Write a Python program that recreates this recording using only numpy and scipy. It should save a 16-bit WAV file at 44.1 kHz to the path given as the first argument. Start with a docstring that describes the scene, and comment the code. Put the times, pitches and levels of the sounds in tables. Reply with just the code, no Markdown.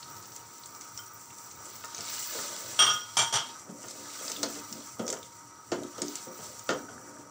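"""Sizzling is heard first: spice paste fries in a deep aluminium pot, as noise, random clicks and ringing bubbles.
A wooden spoon stirs, drags and knocks: stick-slip and blows excite the pot's damped modes, as decaying sines.
Stirring bares hot metal and the sizzle swells; sharp snaps, from spitting oil and from cracks and scrapes of
the spoon, are clicks with short pitched noise bursts. Steel dishes clatter on the counter nearby, as struck and
chattering modes; a flame, rumble and thin tone lie beneath. One close microphone in a small hard kitchen."""
import sys
import numpy as np
from scipy import signal
from scipy.fft import rfft, irfft
from scipy.io import wavfile

SR = 44100
rng = np.random.default_rng(int(sys.argv[2]) if len(sys.argv) > 2 else 0)


def put_to_file(sound):
    """Save the sound as 16-bit audio at rate SR, in the file named by the first command-line argument."""
    columns = np.atleast_2d(sound).T  # one column per channel
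    safe = np.clip(columns, -1, 1)
    whole_steps = np.round(safe * 32767)
    wavfile.write(sys.argv[1], SR, whole_steps.astype(np.int16))


N = 321930

# Spectra are relative densities; the filter that uses them fixes the total power.
# kitchen rumble: f/Hz, density/dB
RUMBLE_SPECTRUM = [(110, -68), (180, -9.5), (354, -7), (634, -16), (949, -10.5), (1020, -9), (1250, -26),
                   (1860, -17), (2000, -40), (2600, -27), (4400, -120)]
# sizzle of the resting paste: f/Hz, density/dB
RESTING_SPECTRUM = [(880, -19.5), (1500, -20), (1900, -14), (2060, -2), (2180, -12.5), (3190, -16),
                    (3830, -22), (4390, -9.5), (4850, -7), (5930, 2.5), (6610, 2.5), (7580, 3.5),
                    (9510, -11), (12300, -17.5), (13200, -18)]
# sizzle on bared metal: f/Hz, density/dB
BARED_SPECTRUM = [(350, -11.5), (600, -3), (856, -5), (939, 8), (1110, -6), (1270, 2.5), (1700, -0.5),
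                  (2070, -8.5), (2430, -4.5), (4450, 6.5), (7240, 1.5), (11600, -37.5), (14000, -36)]
# finest spray: f/Hz, density/dB
SPRAY_SPECTRUM = [(7350, -72), (12500, -44), (13600, -28), (14900, 14), (15600, 11), (16000, 2.5)]
# broad rattle of a knock: f/Hz, density/dB
RATTLE_SPECTRUM = [(250, -22), (420, 0), (526, 2), (1150, -9), (1270, -4), (2460, -20), (3260, -14),
                   (3690, -23.5), (7140, -15.5), (12000, -98), (15600, -95), (22000, -120)]
# crack from the edge of the spoon: f/Hz, density/dB
CRACK_SPECTRUM = [(300, -22), (1500, -14), (2600, -21.5), (4500, -1), (6500, -2), (8500, -11),
                  (11000, -26.5), (15000, -21)]
# crash of dishes: f/Hz, density/dB
CRASH_SPECTRUM = [(180, -30), (300, -18.5), (1090, 1), (1250, 4.5), (2480, -12), (3220, 8.5), (3980, -10.5),
                  (5800, -3), (8600, -17.5), (9960, -37), (15000, -46)]
# dish modes too dense to count: f/Hz, density/dB
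JANGLE_SPECTRUM = [(600, -26.5), (900, -14), (2000, -31.5), (4500, -1), (6300, 1), (7500, -4),
                   (9500, -10.5), (13000, -36.5)]
# steel bowl, its modes in close groups that beat: f/Hz, level/dB, t60/s
BOWL_MODES = [(1238, -11, .45), (1223, -14, .35), (1250, -14, .35), (1271, -16, .35), (1443, -16, .5),
              (2191, -20, .25), (2680, -19, .3), (2767, -15, .28), (3247, -1.5, .52), (3232, -8, .42),
              (3305, -13, .35), (5685, -5, .48), (5675, -7, .45), (5706, -13, .3), (8665, -12, .3),
              (8620, -18, .22), (8700, -20, .22), (10450, -31, .22), (10900, -34, .22), (12063, -31, .25),
              (12021, -34, .22)]
# steel plate, before damping by contact: f/Hz, level/dB, t60/s
PLATE_MODES = [(920, -6, 1), (935, -11.5, 0.27), (950, -8.5, 0.26), (2345, -11, 0.55), (3745, -10.5, 0.18),
               (5570, -34, 0.15), (6000, -4, 0.053), (6380, 5, 0.035), (7310, -0.5, 0.31),
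               (7060, -44, 0.055), (8800, -4.5, 0.2), (9448, -36, .1)]
# steel lid, before damping by contact: f/Hz, level/dB, t60/s
LID_MODES = [(703, -11, 0.17), (833, -5, 0.17), (1300, -17, 0.21), (3127, -11, 0.11), (4526, -7, 0.12),
             (5940, -6, 0.18), (5721, -7.5, 0.11), (5820, -1, .12), (7180, -9, 0.11), (8440, -7.5, 0.14),
             (9200, -10, 0.082)]
# dish contacts: t/s, bowl level/dB, bowl brightness/(dB per octave), plate level/dB, lid level/dB, crash level/dB
DISH_CONTACTS = [(2.791, -15, 1, -59, -55, -25), (2.801, -38, 1, -58, -55, -30),
                 (2.821, -34, 1, -54, -55, -29), (2.865, -25, -5, -47, -52, -33),
                 (2.899, -30, -2.5, -50, -52, -36), (3.169, -26.5, 2, -24.5, -45, -26),
                 (3.19, -36, 3, -36, -30, -33), (3.217, -39, 1, -34, -42, -40),
                 (3.326, -42, 4, -38, -33.5, -36), (3.337, -35, 0.5, -48, -33, -29),
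                 (3.356, -42, -3, -45, -33, -34)]
# a small metal clink: t/s, then its modes as f/Hz, level/dB, t60/s
METAL_CLINK = (0.99, [(3100, -42, 0.066), (3180, -47, 0.091), (1434, -40, 0.06), (5350, -34, 0.023)])
# sharp snaps, oil spits and cracks and scrapes of the spoon:
# t/s, burst peak level/dB, f/Hz, broad snap level/dB re burst peak
SHARP_SNAPS = [(0.0278, -34.5, 4700, -11), (0.167, -34, 5840, -13), (0.2264, -33, 7130, -6),
               (0.2563, -35, 6310, -6), (0.3207, -35, 5600, -16), (0.3626, -35, 5900, 9),
               (0.6355, -37, 4430, -15), (0.6584, -30.5, 7400, -11), (0.7497, -33.5, 5770, -15),
               (0.8106, -33.5, 6050, 4), (0.8184, -38, 5500, -2), (0.9757, -30.5, 5550, 5),
               (1.0635, -38, 7950, -12), (1.3843, -30, 7260, -16), (1.513, -34, 6350, -3),
               (1.6551, -31, 7500, -8), (1.7554, -36, 5870, 5), (1.8467, -29.5, 7440, -12),
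               (1.8554, -32, 6100, 3), (1.947, -25, 6230, -17), (1.9654, -29, 6900, -6),
               (1.9804, -27.5, 6000, -9), (1.9874, -28, 7060, -1), (2.0073, -28, 5400, 4),
               (2.1515, -36, 7600, -9), (3.8297, -31.5, 7500, -1), (3.8831, -31, 6290, 2),
               (3.9095, -30.5, 5900, -6), (4.2802, -22.5, 5350, -9), (4.2996, -23, 7600, 1),
               (4.3176, -23.5, 4700, 3), (4.3634, -31, 3500, -13), (4.5431, -34, 6170, -10),
               (4.7262, -26.5, 5660, 2.5), (5.0664, -28, 6240, -6), (5.0794, -20.5, 6400, -6),
               (5.0904, -22, 6010, -6), (5.1018, -19, 6700, -3.5), (5.1267, -20.5, 6440, 0),
               (5.1394, -30, 7200, -3), (5.8341, -41, 3700, 10), (6.0192, -14.5, 6900, -21),
               (6.0826, -24.5, 5940, -7), (6.1554, -18.5, 7300, -4), (6.5944, -28.5, 7250, -3),
               (1.3039, -43, 3060, -4), (5.1677, -45, 3130, -4), (5.2295, -38, 3580, 3),
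               (5.2444, -49, 3140, -4)]
# pot on its stand, ringing freely: f/Hz, level/dB, t60/s
POT_MODES = [(121, -8.5, 0.49), (180, -4.5, 0.22), (229, -1, 0.26), (291, 2, 0.8), (354, -1, 0.55),
             (403, -9, 0.22), (447, -16, 0.3), (520, 0, 0.22), (578.8, -0.5, 0.077), (751, -7.5, 0.58),
             (930, -17, 1), (1098, -42, 0.33), (1190, -18, 0.11), (1270, 7, 0.18), (1407, 4.5, 0.17),
             (1800, 3.5, .1), (2040, -2, 0.077), (2690, 4, 0.03), (3780, 4.5, 0.02)]
# spoon knocks: t/s, reference level/dB, favoured f/Hz, modes below 260 Hz level/dB,
# modes above 900 Hz level/dB, rattle level/dB and crack level/dB re the reference
SPOON_KNOCKS = [(1.839, -44.5, 910, -8, 19.5, -6, -20), (1.988, -35.5, 520, 8, 2, -9, -20),
                (2.35, -31, 556, -6, -19, -10, -20), (2.388, -33, 553, 7, 9.5, -25, -20),
                (3.691, -29.5, 185, 8.5, -25, -20, -25), (3.838, -39.5, 303, 0, 2, -4.5, -18),
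                (4.209, -29.5, 490, 1, -8, -27, -22), (4.298, -37, 920, 3, 7, -7.5, -23),
                (4.431, -18.5, 563, -18, -28, -14, 10.5), (4.559, -35.5, 290, -20, 5, -10, -20),
                (4.713, -42, 288, 23, -12, -29, -16), (4.994, -17.5, 536, 8, -26, -19, -9),
                (5.03, -40, 310, 1, -18, -30, -20), (5.078, -25.5, 520, -13, -26, -18, -25),
                (5.13, -28.5, 514, -17, -5, -10.5, -22), (5.718, -14.5, 339, -1, -11, -14.5, -10),
                (5.981, -23.5, 524, -6, -25, -19, -3), (6.018, -25, 357, 7.5, -18, -20, -1),
                (6.271, -27.5, 515, 3, -25, -36, -25), (6.388, -43, 473, 16, -5, -3, -20),
                (6.691, -19.5, 490, 7, 9, -7.5, 0), (6.706, -16, 306, 3, -17, -21, -6),
                (6.889, -52, 290, -3, -12, 4, -7), (7.191, -34.5, 290, -3, -21, -18, -25)]
# drags over the bottom: start t/s, length t/s, level/dB, favoured f/Hz, lift above 430 Hz level/dB
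SPOON_DRAGS = [(0.133, 0.034, -72, 294, -3), (.62, 0.31, -77.5, 297, -26), (1.633, 0.14, -74, 293, 7),
               (1.91, 0.23, -64.5, 312, -1), (2.29, 0.45, -62.5, 584, -1), (2.788, 0.091, -55.5, 413, 5),
               (3.65, 0.39, -60.5, 310, 0.5), (4.18, 0.19, -63.5, 294, 8), (4.381, 0.18, -52, 288, -6),
               (4.69, .1, -57, 286, -2), (4.979, 0.16, -55.5, 523, 3), (5.3, 0.24, -74, 300, -15),
               (5.706, 0.12, -44, 310, -7), (6.002, 0.067, -46, 322, -12), (6.257, 0.028, -55.5, 350, 1),
               (6.377, 0.18, -73.5, 550, 5), (6.68, 0.084, -43.5, 285, -0.5), (6.87, 0.18, -62, 274, -2),
               (7.04, .22, -66.5, 300, 4)]
# wall resonances that hum with the frying: f/Hz, width/Hz (t60 = 3.76 / width), level/dB
WALL_MODES = [(929, 18, 0), (1200, 37, -5), (1275, 111, 0.5), (1438, 70, -10.5), (1950, 29, -14),
              (2303, 5.7, -5), (5800, 84, -1.5)]
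# vigour of the frying: t/s, resting sizzle level/dB, bared-metal sizzle level/dB, finest spray level/dB
SIZZLE_LEVELS = [(0, -51, -58.5, -57), (.7, -53, -60, -58), (1.34, -51.5, -64.5, -55.5),
                 (1.77, -49.5, -55.5, -54), (1.99, -52, -50.5, -58), (2.09, -36.5, -42, -44),
                 (2.24, -42, -44, -44), (2.36, -38, -41.5, -45), (2.6, -43, -45.5, -49),
                 (2.75, -41.5, -48.5, -50), (3.05, -48.5, -54, -57), (3.5, -49.5, -49.5, -65),
                 (3.72, -55.5, -74, -63), (3.88, -49.5, -55.5, -60), (4.29, -40, -47.5, -49),
                 (4.39, -47, -49, -51), (4.55, -42, -51.5, -53), (4.67, -49, -54, -52),
                 (4.82, -48, -53.5, -60), (5.06, -50, -72, -58), (5.24, -51.5, -61, -61),
                 (5.53, -58.5, -67, -68), (5.9, -51.5, -59, -65), (6.18, -46.5, -48, -52),
                 (6.3, -53, -62, -53), (6.46, -46, -52.5, -56), (6.65, -52, -62, -59), (7.3, -56, -72, -72)]

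HISS_DB, RUMBLE_DB = -85, -60
WHINE_HZ, WHINE_DB = 936, -58.5
FLAME_DB, FLUTTER_DB, FLUTTER_CORNER_HZ = -59, 4, 5
TICK_HZ, TICK_DB = 1570, -76
ROOM_T60_S, ROOM_DULL_HZ = 0.24, 5150
BASS_CUT_HZ, TOP_CUT_HZ = 139, 15620
CHATTER_DB, THUD_DB = -22, -38.5   # loose contact re a blow; counter thud re the crash
JANGLE_DB, JANGLE_T60_S = 0.5, 0.085   # re the blow on plate or lid
PUFF_T60_S, SNAP_T60_S, SNAP_TAIL_DB = 0.029, 0.035, -12
DAMPING, RUBBED_RING = 0.49, 0.7   # shares of the free t60 left in a knock and in a drag
MODE_DB = -20.5   # pot modes re the reference level of a knock
FAVOUR_DB, FAVOUR_OCTAVES = 10, 0.14   # the spot touched favours modes near one pitch
DRAG_ATTACK_S, DRAG_FADE_DB_PER_S, IDLE_DB = 0.036, 174.5, -82.5
STIRRED_DB = -39.5   # resting sizzle level under a full stir
HUM_DB, HUM_FOLLOWS = -49.5, 0.21   # wall hum under a full stir; dB per dB of resting sizzle


def amp(db):
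    """Level definition: gain is ten to the power dB/20."""
    return 10 ** (np.asarray(db) / 20)


def unit(x):
    """Normalisation of power: scale to rms 1."""
    return x / np.sqrt(np.mean(x ** 2) + 1e-20)


def curves(rows):
    """Linear interpolation of table columns, sample by sample."""
    s, *columns = np.transpose(rows)
    return [np.interp(np.arange(N) / SR, s, c) for c in columns]


def colour(x, spectrum, size=4096):
    """Minimum-phase filtering to the given spectrum; white noise keeps its rms."""
    hz, db = np.transpose(spectrum)
    grid = np.maximum(np.arange(size // 2 + 1) * SR / size, 1)
    level_db = np.interp(np.log(grid), np.log(hz), db)
    # folding the cepstrum onto positive time makes the filter causal
    cepstrum = irfft(np.log(amp(level_db)))
    cepstrum[1:size // 2] *= 2
    cepstrum[size // 2 + 1:] = 0
    response = irfft(np.exp(rfft(cepstrum)))
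    return signal.oaconvolve(x, response / np.sqrt(np.sum(response ** 2)))[:N]


def drift(rate):
    """Low-pass random fluctuation: white noise through two equal poles at a rate in Hz, spread 1."""
    r = np.exp(-2 * np.pi * rate / SR)
    once = signal.lfilter([1 - r], [1, -r], rng.standard_normal(N + SR))
    twice = signal.lfilter([1 - r], [1, -r], once)
    return unit(twice[SR:])   # the first second lets the filters settle


def grains(per_s, spread_db):
    """Shot noise: random clicks of uneven size and either sign, rms 1."""
    sizes = amp(spread_db * np.minimum(rng.exponential(1, N), 5))
    signed = sizes * rng.choice([-1, 1], N)
    return unit(signed * (rng.random(N) < per_s / SR))


def ring(force, hz, t60):
    """Damped resonance: a unit click excites a decaying sine of initial height 1."""
    r, w = amp(-60 / (t60 * SR)), 2 * np.pi * min(hz, 20000) / SR
    return signal.lfilter([0, np.sin(w)], [1, -2 * r * np.cos(w), r * r], force + 1e-18)


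def clicks(times, gains):
    """Impulsive excitation at the given times in s."""
    out = np.zeros(N)
    np.add.at(out, (np.asarray(times) * SR).astype(int), gains)
    return out


def dying(times, gains, t60):
    """Exponential decay of white noise from each given time."""
    envelope = signal.lfilter([1], [1, -amp(-60 / (t60 * SR))], clicks(times, gains) + 1e-18)
    return envelope * rng.standard_normal(N)


def snaps(s, db, spectrum):
    """Broadband impulse: coloured clicks with a short noise tail."""
    tail = dying(s, amp(db + SNAP_TAIL_DB), SNAP_T60_S)
    return colour(clicks(s, amp(db)) + tail, spectrum)


def struck(hz, db, t60, seconds):
    """Modal superposition: a sum of decaying sines, signs alternating."""
    t = np.arange(int(seconds * SR)) / SR
    signs = (-1.) ** np.arange(len(hz))
    decays = amp(db[:, None] - 60 * t / t60[:, None])
    return signs @ (decays * np.sin(2 * np.pi * hz[:, None] * t))


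def add(out, at, sound):
    """Linear superposition: mix a short sound in at a time in s."""
    i = int(at * SR)
    out[i:i + len(sound)] += sound[:N - i]


def room(x):
    """Diffuse reverberation: convolution with decaying low-passed noise."""
    t = np.arange(int(.6 * SR)) / SR
    dull = signal.lfilter(*signal.butter(1, ROOM_DULL_HZ, fs=SR), rng.standard_normal(len(t)))
    tail = dull * amp(-60 * t / ROOM_T60_S) * np.minimum(t / 0.0012, 1)   # rises over 1.2 ms
    return signal.oaconvolve(x, tail / np.sqrt(np.sum(tail ** 2)))[:N]


def kitchen_rumble():
    """Broadband low noise: a coloured random signal of slowly drifting level."""
    return amp(RUMBLE_DB + 2.1 * drift(3.2)) * colour(rng.standard_normal(N), RUMBLE_SPECTRUM)


def flame():
    """Resonance driven by noise: one low damped mode with a fluttering level."""
    level = amp(FLAME_DB + FLUTTER_DB * drift(FLUTTER_CORNER_HZ))
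    return level * unit(ring(rng.standard_normal(N), 111, 0.081))


def whine():
    """Frequency modulation: a thin sine whose pitch and level waver slightly."""
    level = amp(WHINE_DB + 2.0 * drift(2.7))
    hz = WHINE_HZ + 2.82 * drift(4.07)
    return level * np.sin(2 * np.pi * np.cumsum(hz) / SR)


def ticks():
    """Periodic excitation: even noise puffs near the end pass two short resonances, a faint ticking."""
    times = np.arange(6.79, 7.2, .0945)
    puffs = dying(times, amp(TICK_DB), 0.03)
    return ring(ring(puffs, TICK_HZ, 0.0067), TICK_HZ, 0.0059)


def dishes():
    """Impact and chatter: contacts strike the bowl, rattle plate and lid, thud on the counter and crash."""
    s, bowl_db, bright_db, plate_db, lid_db, crash_db = np.transpose(DISH_CONTACTS)
    crash = dying(s, amp(crash_db), 0.3)
    thud = amp(THUD_DB) * ring(crash, 120, 0.11)
    out = colour(crash, CRASH_SPECTRUM) + thud
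    pivot_hz = BOWL_MODES[8][0]   # brightness tilts the blow about this mode
    for k, (hz, mode_db, t60) in enumerate(BOWL_MODES):
        blows = clicks(s, amp(bowl_db + bright_db * np.log2(hz / pivot_hz)))
        out = out + amp(mode_db) * ring(blows, hz, t60) * (-1) ** k
    for modes, blow_db in [(PLATE_MODES, plate_db), (LID_MODES, lid_db)]:
        chatter = dying(s, amp(blow_db + CHATTER_DB), 0.14)
        # loose contact leaves 0.47 of the free t60
        out = out + sum(amp(mode_db) * ring(chatter, hz, 0.47 * t60) for hz, mode_db, t60 in modes)
        jangle = dying(s, amp(blow_db + JANGLE_DB), JANGLE_T60_S)
        out = out + colour(jangle, JANGLE_SPECTRUM)
    return out


def clink():
    """Modal decay of a small struck metal object."""
    out = np.zeros(N)
    at, modes = METAL_CLINK
    add(out, at, struck(*np.transpose(modes), .2))
    return out


def sharp_snaps():
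    """Impulse and resonance: oil or spoon gives a broad snap and a brief noise burst around its own pitch."""
    s, db, _, snap_db = np.transpose(SHARP_SNAPS)
    out = snaps(s, db + snap_db, RESTING_SPECTRUM)
    t = np.arange(2600) / SR
    puffs = rng.standard_normal((len(s), 2600))
    for (at, level_db, hz, _), puff in zip(SHARP_SNAPS, puffs):
        force = puff * amp(-60 * t / PUFF_T60_S) + (t == 0) * 8   # a click opens the puff
        burst = ring(ring(force, hz, 6.8 / hz), hz, 6.8 / hz)
        add(out, at, amp(level_db) * burst / np.abs(burst).max())
    return out


def favour(hz, pitch_hz):
    """Mode selection by contact point: lift in dB of the modes near a pitch."""
    return FAVOUR_DB * np.exp(-(np.log2(hz / pitch_hz) / FAVOUR_OCTAVES) ** 2)


def drag_gains(hz):
    """Envelope of friction: each drag rises, holds and fades, with its own gain on each mode."""
    t = np.arange(0, N + 32, 32) / SR   # every 32 samples
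    gains = amp(IDLE_DB) * np.ones((len(hz), len(t)))
    for start, length, db, pitch_hz, lift_db in SPOON_DRAGS:
        rise = np.clip((t - start) / DRAG_ATTACK_S, 0, 1)
        fade = amp(-DRAG_FADE_DB_PER_S * np.maximum(t - start - length, 0))
        mode_gain = amp(db + favour(hz, pitch_hz) + lift_db * (hz > 430))
        gains += np.outer(mode_gain, rise * fade)
    return [np.interp(np.arange(N) / SR, t, g) for g in gains]


def spoon_drags():
    """Stick-slip friction: irregular slips ring the rubbed modes of the pot."""
    slip_rate = 400 * amp(1.5 * drift(8))   # slips per s
    slips = signal.lfilter(*signal.butter(2, 700, fs=SR), grains(slip_rate, 2.0))
    modes = np.array(POT_MODES)
    rubbed = modes[(modes[:, 0] > 260) & (modes[:, 0] < 900)]
    return sum(gain * amp(db) * unit(ring(slips, hz, RUBBED_RING * t60))
               for gain, (hz, db, t60) in zip(drag_gains(rubbed[:, 0]), rubbed))


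def spoon_knocks():
    """Impact on a damped shell: knocks ring the same modes, shortened by spoon and paste, with rattle and crack."""
    out = np.zeros(N)
    hz, mode_db, t60 = np.transpose(POT_MODES)
    # the spot struck changes each mode's share, in dB
    shares = rng.normal(0, 1.3, (len(SPOON_KNOCKS), len(POT_MODES)))
    for (at, db, pitch_hz, thump_db, upper_db, *_), share in zip(SPOON_KNOCKS, shares):
        lift = favour(hz, pitch_hz) + upper_db * (hz > 900) + thump_db * (hz < 260)
        add(out, at, struck(hz, db + MODE_DB + mode_db + lift + share, t60 * DAMPING, .4))
    s, db, *_, rattle_db, crack_db = np.transpose(SPOON_KNOCKS)
    rattle = colour(dying(s, amp(db + rattle_db), 0.17), RATTLE_SPECTRUM)
    return out + rattle + snaps(s, db + crack_db, CRACK_SPECTRUM)


def wall_hum(sizzle_db):
    """Forced resonance: noise excites the wall modes, at a level that follows the sizzle."""
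    shake = rng.standard_normal(N) * amp(2.1 * drift(9.9))
    hum = sum(amp(db) * np.sqrt(width) * unit(ring(shake, hz, 3.76 / width)) for hz, width, db in WALL_MODES)
    return amp(HUM_DB + HUM_FOLLOWS * (sizzle_db - STIRRED_DB)) * unit(hum)


def bubbles(per_s, cycles):
    """Bubble resonance: random bursts ring at one of 14 pitches, falling 60 dB in the given cycles."""
    bursts, dealt = grains(per_s, 2.5), rng.integers(0, 14, N)
    pitches = np.geomspace(1500, 8500, 14)
    return unit(sum(ring(bursts * (dealt == k), hz, cycles / hz) for k, hz in enumerate(pitches)))


def fizz(crackle, per_s, flicker_db):
    """Noise with shot noise: hiss plus a share of crackle, the level flickering."""
    mixed = unit(rng.standard_normal(N) + crackle * grains(per_s, 3.9))
    return mixed * amp(flicker_db * drift(12.7))


def frying():
    """Random bursting of water droplets in oil: dense crackle on hiss, with the wall humming along."""
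    sizzle_db, bared_db, spray_db = curves(SIZZLE_LEVELS)
    resting_fizz = fizz(.6, 1620, 1.8)
    bared_fizz = fizz(.6, 1110, 1.44)
    spray_fizz = fizz(.9, 600, 2.9)
    wet = amp(-11) * bubbles(per_s=460.0, cycles=170.0) + amp(-14) * grains(60., 3.0)
    resting = amp(sizzle_db) * colour(resting_fizz + wet, RESTING_SPECTRUM)
    bared = amp(bared_db) * colour(bared_fizz + wet, BARED_SPECTRUM)
    # an echo off the pot's wall cancels a narrow band, made by a notch
    notched = signal.lfilter(*signal.iirnotch(6650, 18., fs=SR), resting + bared)
    spray = amp(spray_db) * colour(spray_fizz, SPRAY_SPECTRUM)
    return notched + spray + wall_hum(sizzle_db)


def scene():
    """Superposition at one microphone; the two channels differ only by a trace of hiss."""
    near = spoon_drags() + spoon_knocks() + sharp_snaps() + ticks()
    far = dishes() + clink()
    background = kitchen_rumble() + flame() + whine()
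    mono = frying() + background + near + far
    echoes = room(amp(-9.0) * near + amp(-14.5) * far)
    return mono + echoes + amp(HISS_DB) * rng.standard_normal((2, N))


def record(dry):
    """Band limiting: the microphone drops the deep bass and the top is cut steeply."""
    thin = signal.sosfilt(signal.butter(2, BASS_CUT_HZ, "high", fs=SR, output="sos"), dry)
    return signal.sosfilt(signal.ellip(10, .5, 70, TOP_CUT_HZ, fs=SR, output="sos"), thin)


dry = scene()
out = record(dry)
put_to_file(out)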